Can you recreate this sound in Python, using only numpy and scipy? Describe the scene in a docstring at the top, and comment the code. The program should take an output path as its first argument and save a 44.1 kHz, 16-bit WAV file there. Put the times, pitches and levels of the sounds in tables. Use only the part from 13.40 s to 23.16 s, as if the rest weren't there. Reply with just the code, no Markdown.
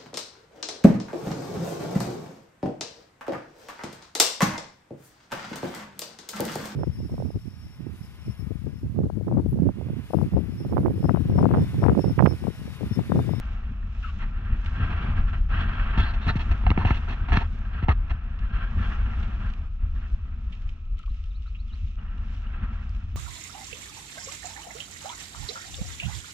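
"""Gusty wind buffets a hand-held microphone carried slowly across a mown field.
Eddies rumble on the housing; air rushes over its two ports, rings their cavities and briefly whistles.
In the hardest gusts the flow tears loose, sings hoarsely and pops, sounding the ducts behind the ports.
Dry grass rustles, crunches and snaps underfoot. Near the end the grip knocks lightly and a far bird
gives a short run of chirps and peeps, blurred by the trees."""
import sys
import numpy as np
from scipy import signal
from scipy.fft import rfft, irfft
from scipy.io import wavfile
from scipy.ndimage import uniform_filter1d

SR = 44100
rng = np.random.default_rng(int(sys.argv[2]) if len(sys.argv) > 2 else 0)


def int16_out(signal):
    """Quantize to a 16-bit WAV file."""
    q = np.round(np.clip(np.atleast_2d(signal).T, -1, 1) * 32767)
    wavfile.write(sys.argv[1], SR, q.astype(np.int16))


N = 430416

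# The ducts behind the ports, blown by air. Each row: pitch in Hz, width in Hz, relative level in dB.
BLOWN_DUCT_MODES = [(693, 56, 5.5), (912, 15, 10), (1327, 20, 8), (1783, 87, 6.5), (2070, 100, 1.5),
                    (2610, 160, 0), (3275, 66, -8.5), (4180, 95, -18), (5400, 350, -30.5),
                    (6000, 280, -31.5)]
# The ducts struck by a pulse. Each row: pitch in Hz, t60 in seconds, relative level in dB.
STRUCK_DUCT_MODES = [(393, 0.0088, -6), (733, 0.038, -1.5), (872, 0.011, 4), (1340, 0.023, -3.5),
                     (1678, 0.02, -9.5), (2180, 0.0079, -0.5), (2820, 0.013, -5.5), (3350, 0.0052, -13),
                     (4080, 0.0066, -13.5), (6000, 0.0066, -39.5)]


def from_db(db):
    """Decibels to gain."""
    return 10 ** (np.asarray(db) / 20)


def rms_one(x):
    """Scale to unit power."""
    return x / np.sqrt(np.mean(x ** 2) + 1e-20)


def in_time(rows):
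    """Each column of a curve, sample by sample."""
    s, *columns = np.transpose(rows)
    return [np.interp(np.arange(N) / SR, s, c) for c in columns]


def bins():
    """The frequency axis in Hz."""
    return np.maximum(np.arange(N // 2 + 1) * SR / N, 1)


def across(points):
    """Join points of frequency and value on a log axis."""
    hz, value = np.transpose(points)
    return np.interp(np.log(bins()), np.log(hz), value)


def colour(points):
    """Gain per frequency of a spectrum, falling steeply past its ends."""
    outside = np.minimum(bins() / points[0][0], 1) * np.minimum(points[-1][0] / bins(), 1)
    return from_db(across(points)) * outside ** 4


def resonances(modes):
    """Gain per frequency of a set of air resonances, with steep skirts."""
    return np.sqrt(sum(from_db(2 * db) / (1 + ((bins() - hz) / width) ** 2) ** 2
                       for hz, width, db in modes))


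def drift(rate_hz):
    """A random wander with spread 1, mostly slower than the given rate."""
    return rms_one(irfft(rfft(rng.standard_normal(N)) / (1 + (bins() / rate_hz) ** 2), N))


def steadied(x, span_s):
    """Take the slow swells out of a noise, so that an envelope can shape it."""
    power = uniform_filter1d(np.mean(x ** 2, axis=0), max(int(span_s * SR), 1))
    return x / np.sqrt(np.maximum(power, 0) + 1e-6)


def ring(clicks, hz, t60):
    """A unit click sets a sine of height 1 ringing."""
    r, w = from_db(-60 / (t60 * SR)), 2 * np.pi * hz / SR
    return signal.lfilter([0, np.sin(w)], [1, -2 * r * np.cos(w), r * r], clicks + 1e-18)


def add(track, s, piece):
    """Mix a piece into a track at time s."""
    start = int(s * SR)
    track[..., start:start + piece.shape[-1]] += piece[..., :N - start]


def burst(rise_s, hold_s, t60):
    """An envelope that rises, holds and dies away."""
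    t = np.arange(SR) / SR
    return (1 - np.exp(-t / rise_s)) * np.exp(-np.log(1000) * np.maximum(t - hold_s, 0) / max(t60, 1e-3))


def swell(s, before_s, after_s):
    """A smooth bump of height 1 at time s."""
    t = np.arange(N) / SR - s
    return np.exp(-.5 * np.minimum((t / np.where(t < 0, before_s, after_s)) ** 2, 100))


def at_ports(spectrum):
    """The two ports hear the same air shifted in phase and level."""
    # Stereo balance. Each row: frequency in Hz, left over right in dB.
    balance = [(100, 1.24), (400, 1), (700, -6), (1020, -3.5), (1320, 8.5), (1650, -1), (1850, -6),
               (2300, -10.5), (2950, 2.5), (4400, 1.5), (5200, -3.5), (6200, 2.5), (8500, 10), (11000, 1)]
    # Stereo phase. Each row: frequency in Hz, lead of the left port in radians.
    phase_lead = [(200, 0), (450, -.2), (620, 1.2), (800, 1.8), (1050, -.9), (1380, -.2), (1640, -.7),
                  (1900, -1.7), (2250, -2.1), (2750, -1.8), (3400, -1.6), (6000, -1.3)]
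    sides = np.array([[1], [-1]])
    tilt = from_db(sides * across(balance) / 2)
    return irfft(spectrum * tilt / np.hypot(*tilt) * np.exp(.5j * sides * across(phase_lead)), N)


def port_noise(gain, drive=1):
    """Noise of strength `drive` through a colour, partly shared by the two ports."""
    # How alike the ports sound. Each row: frequency in Hz, likeness from 0 to 1.
    likeness = [(150, .999), (260, .96), (400, .72), (520, .5), (750, .65), (1000, .35), (1300, .88),
                (1750, .82), (2050, .6), (2550, .92), (3100, .5), (8000, .35)]
    shared, own = rfft(rng.standard_normal((2, N)) * drive)
    alike = np.clip(across(likeness), 0, 1)
    pair = np.sqrt(1 + alike) * shared + np.sqrt(1 - alike) * own * [[1], [-1]]
    return at_ports(pair * rms_one(gain))


def wind(reference_db=-56):
    """Breeze plus gusts, in dB over the reference: the flow over the ports and into their cavities."""
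    # The breeze between gusts. Each row: time in seconds, strength in dB.
    breeze = [(0.0, -53), (0.38, -61.5), (.6, -60.5), (1.41, -55.5), (1.6, -44.5), (1.93, -60), (2.15, -61),
              (2.31, -46), (3.21, -52.5), (3.48, -49), (3.85, -51), (4.05, -49.5), (4.08, -59),
              (4.25, -55.5), (4.58, -57.5), (5.03, -58.5), (5.6, -49.5), (5.93, -52), (6.28, -71.5),
              (6.69, -64), (7.3, -67), (7.45, -77.5), (8.45, -80), (9.21, -56.5), (9.76, -67.5)]
    # Gusts riding on it. Each row: start, rise and hold in seconds, strength in dB,
    # extra cavity ring in dB as the angle of the air changes.
    gusts = [(0.0, 0.0068, 0.031, -67, 12), (0.788, 0.01, 0.032, -55, 11.5), (0.94, 0.0096, 0.35, -59, 6.5),
             (1.309, 0.017, 0.083, -52.5, 7.5), (1.393, 0.017, 0.092, -47, 3.5),
             (1.492, 0.0088, 0.03, -42, -1), (1.593, 0.015, 0.13, -46, -4.5),
             (1.749, 0.0081, 0.055, -45.5, -2), (1.86, 0.019, 0.023, -50, 7.5),
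             (1.925, 0.0044, 0.011, -47.5, 3.5), (2.087, 0.019, 0.14, -43.5, 3),
             (2.251, 0.01, 0.42, -52.5, 9), (2.783, 0.017, 0.67, -55, -1), (4.326, 0.0052, 0.076, -53.5, 6),
             (4.689, 0.016, 0.09, -60, 7.5), (4.983, 0.012, 0.12, -63, 10.5),
             (5.12, 0.012, 0.13, -51.5, 6.5), (5.357, 0.014, 0.17, -50, 0.5),
             (5.425, 0.0091, 0.023, -47.5, 3.5), (5.524, 0.011, .42, -61, -7),
             (5.974, 0.023, 0.099, -51.5, 3), (6.144, 0.015, 0.089, -58, -4),
             (6.39, 0.017, 0.057, -60.5, -0.5), (6.533, 0.0098, 0.13, -60, 3.5),
             (8.311, 0.0066, 0.027, -66.5, 3), (8.571, 0.0079, 0.38, -61, 1), (8.984, 0.029, 0.44, -61, 4),
             (9.131, .015, 0.052, -60, 4), (9.214, 0.01, 0.032, -52.5, -2.5)]
    breeze_db, = in_time(breeze)
    flow, inflow = from_db(breeze_db) ** 2, from_db(breeze_db) ** 2
    for s, rise_s, hold_s, db, ring_db in gusts:
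        gust = from_db(db) * burst(rise_s, hold_s, t60=0.27)
        add(flow, s, gust ** 2)
        add(inflow, s, (from_db(ring_db) * gust) ** 2)
    swing_db = 0.5 * drift(rate_hz=6)
    return 10 * np.log10([flow, inflow]) - reference_db + swing_db


def eddies(wind_db):
    """Large eddies rumble; in stronger flow smaller ones buffet and flutter in lumps above them."""
    # Single eddies bump the housing. Each row: time in seconds, rumble and flutter strengths in dB.
    bumps = [(.3, -39, -36), (.85, -23, -45), (1.13, -20, -39), (1.41, -26.5, -34.5), (1.55, -29, -44),
             (1.68, -34, -30.5), (1.8, -20.5, -34), (2.04, -21.5, -39.5), (2.2, -24, -45), (2.33, -31, -47),
             (2.61, -36, -29), (2.755, -24, -50), (2.885, -26, -32), (3.12, -20.5, -59), (3.28, -18, -30),
             (3.42, -33, -30.5), (3.69, -30, -35), (3.94, -17, -27), (4.55, -23, -57), (4.61, -29.5, -54),
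             (4.739, -23.5, -60), (5.14, -42, -39.5), (5.25, -34, -46), (5.395, -24.5, -34.5),
             (5.61, -22, -55), (6.03, -25.5, -55), (6.085, -28, -39), (6.438, -24, -49), (6.56, -25.5, -48),
             (6.738, -28, -46), (7.26, -25, -53), (7.532, -25, -59), (7.71, -23.5, -49),
             (8.449, -24, -53.5), (9.23, -27, -42.5), (9.52, -27, -70)]
    # Three bands of turbulence, lowest first. Each row: frequency in Hz, relative level in dB.
    rumble_colour = [(11, -6.5), (22, 0.5), (35, 6.5), (52, 2), (72, 0), (90, -9), (110, -30), (135, -33)]
    buffet_colour = [(65, -12), (85, 2.5), (100, -7.5), (120, -10.5), (145, -19)]
    flutter_colour = [(105, -12), (135, 2), (170, 1), (215, 5), (250, -3.5), (300, -14), (450, -21.5),
                      (700, -33)]
    calm_db, breakup_db = -32.5, -13   # rumble floor; share of a large eddy that turns to buffeting
    mean_wind_db = uniform_filter1d(wind_db, SR)   # large eddies follow a one-second average
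    large = np.hypot(from_db(calm_db), from_db(-31 + 0.6 * mean_wind_db))
    small = from_db(-43.5 + 0.54 * wind_db)
    for s, rumble_db, flutter_db in bumps:
        bump = swell(s, before_s=0.027, after_s=0.027)
        large = np.hypot(large, from_db(rumble_db) * bump)
        small = np.hypot(small, from_db(flutter_db) * bump)
    middle = np.hypot(small * from_db(5.5 + 0.37 * wind_db), large * from_db(breakup_db))
    rumble = steadied(port_noise(colour(rumble_colour)), span_s=0.12) * large
    rumble *= from_db(1.6 * drift(rate_hz=10) + 0.08)
    buffet = steadied(port_noise(colour(buffet_colour)), span_s=0.23) * middle
    flutter = steadied(port_noise(colour(flutter_colour)), span_s=0.082) * small
    flutter *= from_db(1.5 * drift(rate_hz=22))
    lumps = from_db(2.2 * drift(rate_hz=12) - 4.5)
    return rumble + (buffet + flutter) * lumps


def sway(x, depth_s, rate_hz):
    """Let a resonance wander in pitch by reading it through a drifting delay."""
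    now = np.arange(N)
    then = now + depth_s * SR * drift(rate_hz)
    return np.array([np.interp(then, now, side) for side in x])


def airflow(wind_db, inflow_db, pressure):
    """Air rushes over the ports and rings their cavities, surging with each passing eddy."""
    # The broad rush of air. Each row: frequency in Hz, relative level in dB.
    rush_colour = [(300, 0), (530, -5.5), (720, 5), (900, 0), (1300, 4.5), (1900, -6), (2300, -2),
                   (2800, -8), (3400, -12), (4200, -24.5), (4800, -27), (6000, -33.5), (7000, -40.5),
                   (10000, -63.5)]
    # Port cavities and edge tones. Each row: pitch in Hz, width in Hz, relative level in dB.
    cavity_modes = [(1350, 43, 4.5), (1797, 210, -1.5), (1210, 240, -2.5), (2648, 260, -5.5)]
    edge_modes = [(1585, 39, 3), (2730, 400, -15), (3210, 180, -14), (4070, 250, -23.5), (5340, 200, -36.5)]
    surge_db = 0.19 * pressure + 0.94 * drift(rate_hz=53)
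    cavity_waver_db, edge_waver_db = 2.2 * drift(rate_hz=20), 2.0 * drift(rate_hz=18)
    rush = port_noise(colour(rush_colour), from_db(-52.5 + wind_db + surge_db))
    hollow = port_noise(resonances(cavity_modes), from_db(-55 + inflow_db + surge_db + cavity_waver_db))
    # the edge tones grow faster than the cavity ring, so strong flow sounds sharper
    edge_db = -62.5 + 1.35 * inflow_db + surge_db + edge_waver_db
    edge = port_noise(resonances(edge_modes), from_db(edge_db))
    return rush + hollow + sway(edge, depth_s=.0005, rate_hz=6)


def field():
    """The faint, steady hush of the open field."""
    # Its spectrum. Each row: frequency in Hz, relative level in dB.
    hush_colour = [(180, -36.5), (300, -5), (339, -6.5), (423, -5), (505, -14), (729, -3.5), (842, -14.5),
                   (1190, -3), (1310, 6), (1450, -13), (1600, -20.5), (2160, -13), (2550, 2), (3150, -17.5),
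                   (4250, -20.5), (5520, -57.5), (9350, -120)]
    return from_db(-64.5) * port_noise(colour(hush_colour))


def grass():
    """Dry grass rustles and crackles as each stride crushes it, with crunches, ticks and snaps."""
    # Footfalls. Each row: time in seconds, strength in dB.
    strides = [(.06, -69), (.65, -63.5), (1.301, -66.5), (1.92, -76), (3.05, -64.5), (3.58, -67),
               (4.12, -71.5), (5.47, -63), (5.82, -69), (6.07, -72), (6.63, -73.5), (7.189, -73.5),
               (7.779, -69), (8.12, -76), (8.42, -70.5), (8.92, -68), (9.421, -72.5), (9.7, -76)]
    # The rustle. Each row: frequency in Hz, relative level in dB.
    rustle_colour = [(1200, -2.5), (2700, 14), (4000, 5), (4800, -4), (5250, 3), (5650, -3.5), (6100, -1.5),
                     (6650, -5.5), (7100, -8), (9500, -24.5), (15000, -33.5)]
    stalks_per_s, stalk_spread_db, stalk_decay_s = 60, 5.8, .0014
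    steps = sum(from_db(db) * swell(s, before_s=0.086, after_s=0.11) for s, db in strides)
    crush = steps + from_db(-76)   # the grass still stirs between steps
    breaks = rng.random(N) < stalks_per_s / SR
    sizes = from_db(stalk_spread_db * np.minimum(rng.exponential(1, N), 3))
    crackle = signal.lfilter([1], [1, -np.exp(-1 / (stalk_decay_s * SR))], breaks * sizes + 1e-18)
    patchy = from_db(5.0 + 1.34 * drift(rate_hz=12))
    rustle = port_noise(colour(rustle_colour), patchy * crush * (1 + 0.49 * crackle))
    return rustle + snaps() + crunch(crush) + ticks()


def crunch(crush):
    """Brittle blades break one by one under the sole, each ringing at one of ten pitches."""
    blades_per_s, ring_cycles = 180, 9
    breaks = rng.random(N) < blades_per_s / SR
    sizes = from_db(6 + 4 * np.minimum(rng.exponential(1, N), 3))
    clicks = crush * breaks * sizes * rng.choice([-1, 1], N)
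    pitches_hz, pitch_index = np.geomspace(2600, 7500, 10), rng.integers(0, 10, N)
    blades = sum(ring(clicks * (pitch_index == k), hz, ring_cycles / hz) * pitches_hz[0] / hz
                 for k, hz in enumerate(pitches_hz))
    return at_ports(rfft(blades))


def whistle():
    """An unsteady tone at the port's edge and its octave sag in pitch as a rasping puff passes."""
    # The whistle's path. Each row: time in seconds, pitch in Hz, level in dB.
    path = [(.61, 1430, -84), (.63, 1457, -48), (.648, 1318, -34), (.665, 1240, -48), (.695, 1166, -45),
            (.72, 1150, -64)]
    # The puff. Each row: frequency in Hz, relative level in dB.
    puff_colour = [(1100, -18.0), (1450, -3.0), (2000, -18.5), (2750, -5.0), (3500, -24.0)]
    hz, db = in_time(path)
    gate_db = max(db[0], db[-1])
    wobble = 1 + 0.041 * drift(rate_hz=196)
    phase = 2 * np.pi * np.cumsum(hz * wobble) / SR
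    level = from_db(db + 3.9 * drift(rate_hz=88)) * (db > gate_db)
    tone = (np.sin(phase) + from_db(-21) * np.sin(2 * phase)) * level
    puff = from_db(-46) * np.clip((db - gate_db) / 20, 0, 1)
    return tone * from_db([[2.5], [-2.5]]) + port_noise(colour(puff_colour), puff)


def through_ducts(x, top_hz=6000):
    """Sound in the ducts loses its top on the way to the ports."""
    return at_ports(rfft(signal.sosfilt(signal.butter(4, top_hz, fs=SR, output="sos"), x)))


def tears():
    """The flow tears loose in ragged blasts that sound the ducts, and creaks as it catches and slips."""
    # Blasts. Each row: start and hold in seconds, relative level in dB, treble rasp trim in dB.
    blasts = [(0.8, 0.042, -44.5, 2), (2.573, 0.033, -29, 4), (2.604, 0.11, -40, -2),
              (2.734, 0.018, -39, 4), (2.812, 0.058, -42.5, 6), (2.864, 0.0094, -36, 3),
              (2.876, 0.028, -25, -1), (2.954, 0.018, -37.5, 7), (2.99, 0.035, -36, 6),
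              (3.11, 0.0097, -28, 1.5), (3.268, 0.041, -41.5, 3), (3.376, 0.06, -32.5, -3),
              (3.45, 0.07, -30, 1.5), (3.536, .041, -40.5, 8.5), (3.682, 0.057, -36.5, 3),
              (3.884, 0.026, -34, -0.5), (3.922, 0.023, -24.5, 2), (3.947, 0.015, -29.5, 1),
              (3.963, 0.0068, -28, 4), (3.971, 0.055, -34, 1.5), (4.423, 0.022, -38.5, -1),
              (4.486, 0.011, -23, -4), (4.5, 0.025, -34, 2), (4.695, 0.022, -36, 0.5)]
    # Torn air. Each row: frequency in Hz, relative level in dB.
    tear_colour = [(120, 5.5), (220, 9), (330, -0.5), (430, 0.5), (530, -28), (1000, 0), (2700, -16.5),
                   (4300, -19.5), (4900, -38.5), (7000, -43.5), (11000, -62)]
    rasp_above_hz, slips_per_s = 2350, 220
    body, rasp = np.zeros((2, N))
    for s, hold_s, db, rasp_db in blasts:
        blast = from_db(db) * burst(rise_s=0.0022, hold_s=hold_s, t60=0.043)
        add(body, s, blast)
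        add(rasp, s, from_db(rasp_db) * blast)
    duct = np.hypot(colour(tear_colour), resonances(BLOWN_DUCT_MODES))
    ragged = from_db(1.3 * drift(rate_hz=110))
    treble = 1 / (1 + (rasp_above_hz / bins()) ** 8)
    slips = (rng.random(N) < slips_per_s / SR) * body * from_db(-2)
    creak = sum((-1) ** k * from_db(db) * ring(slips, hz, t60)
                for k, (hz, t60, db) in enumerate(STRUCK_DUCT_MODES))
    roar = port_noise(duct * (1 - treble), from_db(-3.0) * body * ragged)
    hiss = port_noise(duct * treble, from_db(-11.5) * rasp * ragged)
    return roar + hiss + through_ducts(creak)


def ticks():
    """A few brittle blades tick, shorter and brighter than the stalks."""
    # Breaking blades. Each row: start in seconds, level in dB.
    blades = [(1.247, -53), (1.347, -59), (2.881, -47), (6.137, -56), (7.15, -66), (7.294, -57),
              (7.591, -52), (8.513, -66), (9.494, -53)]
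    # A tick's spectrum. Each row: frequency in Hz, relative level in dB.
    tick_colour = [(1800, -8), (3000, 0), (4200, -1.5), (4800, 2.5), (6500, -4), (9000, -16), (15000, -28)]
    envelope = np.zeros(N)
    for s, db in blades:
        add(envelope, s, from_db(db) * burst(rise_s=.0001, hold_s=.0006, t60=.008))
    return port_noise(colour(tick_colour)) * envelope


def snaps():
    """Single dry stalks snap underfoot, each a sharp burst of noise."""
    # Stalks. Each row: start in seconds, relative level in dB, left over right in dB, t60 in seconds.
    stalks = [(1.26, -45, 3, 0.042), (4.99, -54, -4, 0.03), (5.827, -52, -4, 0.099),
              (6.101, -55, -5, 0.055), (6.137, -51, -1, 0.015), (7.124, -54.5, -5, 0.12),
              (7.29, -52.5, -2, 0.035), (7.581, -59, 2, 0.15), (7.63, -61, 6, 0.037), (7.66, -59, 7, 0.025),
              (8.153, -68, 3, 0.17)]
    # A snap's spectrum. 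Each row: frequency in Hz, relative level in dB.
    snap_colour = [(1300, -15.5), (2100, 4.5), (2800, 11.0), (4200, -4.0), (5000, -13.5),
                   (7000, -19.5), (10000, -36)]
    envelope = np.zeros((2, N))
    for s, db, pan_db, t60 in stalks:
        sides = from_db([[db + pan_db / 2], [db - pan_db / 2]])
        add(envelope, s, sides * burst(rise_s=0.00018, hold_s=0.0012, t60=t60))
    return from_db(7.0) * port_noise(colour(snap_colour)) * envelope


def squalls(ring_cycles=19):
    """Torn air locks briefly onto one resonance, which sings hoarsely."""
    # Hoarse notes. Each row: start and hold in seconds, pitch in Hz, relative level in dB.
    notes = [(2.573, 0.14, 4120, -50.5), (2.58, .06, 3420, -43.5), (2.815, 0.056, 3700, -52.5),
             (2.881, 0.028, 3970, -38.5), (2.882, 0.019, 1770, -30.5), (2.885, 0.018, 1400, -29.5),
             (3.403, .013, 990, -29.5), (3.446, 0.043, 2690, -36), (3.469, .026, 1006, -33.5),
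             (3.523, .034, 2750, -41.5), (3.926, .013, 1696, -29.5), (4.01, 0.013, 824, -33.5),
             (4.486, 0.02, 747, -33), (4.487, 0.033, 1890, -34.5), (4.488, 0.028, 1295, -33.5),
             (4.509, 0.012, 1173, -35), (8.148, 0.0071, 2800, -45)]
    out = np.zeros(N)
    for s, hold_s, hz, db in notes:
        air = ring(rng.standard_normal(SR), hz, ring_cycles / hz)
        air = rms_one(ring(air, hz, ring_cycles / hz / 2))   # a second pass steepens the skirts
        air = steadied(air[None], span_s=0.022)[0]
        add(out, s, from_db(db + 1.5) * air * burst(rise_s=.002, hold_s=hold_s, t60=0.049))
    return at_ports(rfft(out))


def pops():
    """An eddy slams into a port and rings the ducts; the diaphragm swings back in a falling thump."""
    # Slams. Each row: start in seconds, relative crack level in dB, brightness in dB per octave,
    # thump level in dB, thump hold in seconds, wake decay in seconds, final thump pitch in Hz.
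    slams = [(2.576, -35.5, 2, -10, 0.021, .002, 44.7), (2.865, -32, 0, -15.5, .03, .003, 62),
             (2.955, -36.5, -1, -11.5, 0.0068, .002, 90.5), (3.2375, -29, -8.5, -23, .003, .001, 70),
             (3.266, -12.5, -3.5, -22.5, 0.009, 0.0036, 46), (3.3038, -13.5, 2.5, -7, 0.0029, 0.00096, 60),
             (3.314, -13, -3, -20, 0.0017, 0.0038, 50), (3.376, -11.5, -5.5, -9, 0.00504, 0.0018, 76.5),
             (3.450, -14.5, -7, -9, 0.014, 0.0017, 55.4), (3.5062, -11.5, -3, -7.5, 0.012, 0.0033, 46.3),
             (3.92, -17, -1, -19, 0.025, .003, 70), (3.9712, -12.5, 5.5, -5.5, 0.0049, .002, 55),
             (4.4267, -28, -1, -15.5, 0.02, 0.0034, 70), (4.484, -14.5, -2.5, -10, 0.025, 0.006, 68)]
    thump_from_hz, thump_sag_s = 400, 0.0042   # the swing slows as it dies
    crack, thump, puff = np.zeros((2, N)), np.zeros(N), np.zeros(N)
    t = np.arange(SR) / SR
    for s, crack_db, tilt_db, thump_db, hold_s, wake_s, thump_hz in slams:
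        pulse = signal.unit_impulse(SR) + .1 * rng.standard_normal(SR) * np.exp(-t / wake_s)
        for k, (hz, t60, db) in enumerate(STRUCK_DUCT_MODES):
            level = from_db(crack_db + db + tilt_db * np.log2(hz / 1000)
                            + 1.2 * rng.standard_normal((2, 1)))
            detuned_hz = hz * (1 + .012 * rng.normal())
            add(crack, s, (-1) ** k * level * ring(pulse, detuned_hz, t60))
        add(puff, s, from_db(crack_db - 19.5) * burst(rise_s=.0003, hold_s=.0022, t60=.018))
        swing_hz = thump_hz + (thump_from_hz - thump_hz) * np.exp(-t / thump_sag_s)
        swing = np.sin(2 * np.pi * np.cumsum(swing_hz) / SR)
        add(thump, s, from_db(thump_db) * burst(rise_s=0.0068, hold_s=hold_s, t60=0.049) * swing)
    hiss = port_noise(resonances(BLOWN_DUCT_MODES), puff)
    return from_db(-4.0) * through_ducts(crack) + hiss + thump * from_db([[.5], [-.5]])


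def knocks():
    """The grip taps softly on the hand-held housing, each tap a little ragged."""
    # Taps. Each row: start in seconds, pitch in Hz, relative level in dB.
    taps = [(7.592, 1320, -40.5), (7.635, 1280, -44), (7.674, 1124, -44), (8.056, 1350, -44),
            (8.074, 1300, -45)]
    out, t = np.zeros(N), np.arange(SR) / SR
    envelope = burst(0.0027, 0.0048, 0.074) ** 2   # squared for a softer start and a quicker decay
    for s, hz, db in taps:
        add(out, s, from_db(db) * envelope * np.sin(2 * np.pi * hz * t))
    ragged = from_db(3.6 * drift(rate_hz=260) - 3.5)
    return out * ragged * from_db([[2.5], [-2.5]])


def glide(length_s, start_hz, end_hz, bend=1.4):
    """One thin note from one pitch to another; a bend over 1 speeds up, under 1 slows down."""
    u = np.linspace(0, 1, int(length_s * SR))
    hz = start_hz + (end_hz - start_hz) * u ** bend
    return np.sin(np.pi * u).clip(0) ** 0.64 * np.sin(2 * np.pi * np.cumsum(hz) / SR)


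def bird():
    """A far bird chirps, then peeps hoarsely, wavering on the wind and scattered by the trees."""
    # Chirps, a flick down and then a sweep up. Each row: start of the sweep in seconds,
    # relative levels of the sweep and of the flick in dB, length of the flick in seconds.
    chirps = [(7.69, -69, -75, .015), (7.942, -62, -65, .017), (8.061, -60.5, -69, .015),
              (8.185, -61, -76, .015), (8.322, -56, -61, .037)]
    # Short falling peeps. Each row: start in seconds, relative level in dB.
    peep_notes = [(8.47, -58), (8.585, -56), (8.68, -58), (8.775, -59), (8.97, -60), (9.066, -54.5)]
    flick_lead_s, flick_from_hz, flick_fall_hz_per_s = .036, 4150, 40000
    song, peeps = np.zeros((2, N))
    for s, sweep_db, flick_db, flick_s in chirps:
        flick = glide(flick_s, flick_from_hz, flick_from_hz - flick_fall_hz_per_s * flick_s, bend=0.39)
        add(song, s - flick_lead_s, from_db(flick_db) * flick)
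        add(song, s, from_db(sweep_db) * glide(length_s=0.028, start_hz=3660, end_hz=4570))
    for s, db in peep_notes:
        add(peeps, s, from_db(db) * glide(length_s=0.014, start_hz=2930, end_hz=2800))
    hoarse = from_db(4 * drift(rate_hz=400) - 2.0)
    waver = from_db(3.5 * drift(rate_hz=150) + 1.5)
    song = (song + peeps * hoarse) * waver
    trees = rng.standard_normal((2, SR)) * burst(rise_s=.002, hold_s=0, t60=.13)
    trees /= np.linalg.norm(trees, axis=1, keepdims=True)
    return song + from_db(-5) * signal.fftconvolve(song[None], trees, axes=1)[:, :N]


def scene():
    """Wind on the microphone over the quiet sounds of the field."""
    wind_db, inflow_db = wind()
    turbulence = eddies(wind_db)
    pressure = steadied(turbulence, span_s=0.14)[0]
    bed = turbulence + field() + airflow(wind_db, inflow_db, pressure)
    return bed + tears() + squalls() + pops() + whistle() + grass() + knocks() + bird()


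def record(dry, cutoff_hz=15700):
    """A steep low-pass takes off the highest treble."""
    return signal.sosfilt(signal.cheby2(12, 70, cutoff_hz, fs=SR, output="sos"), dry)


dry = scene()
out = record(dry)
int16_out(out)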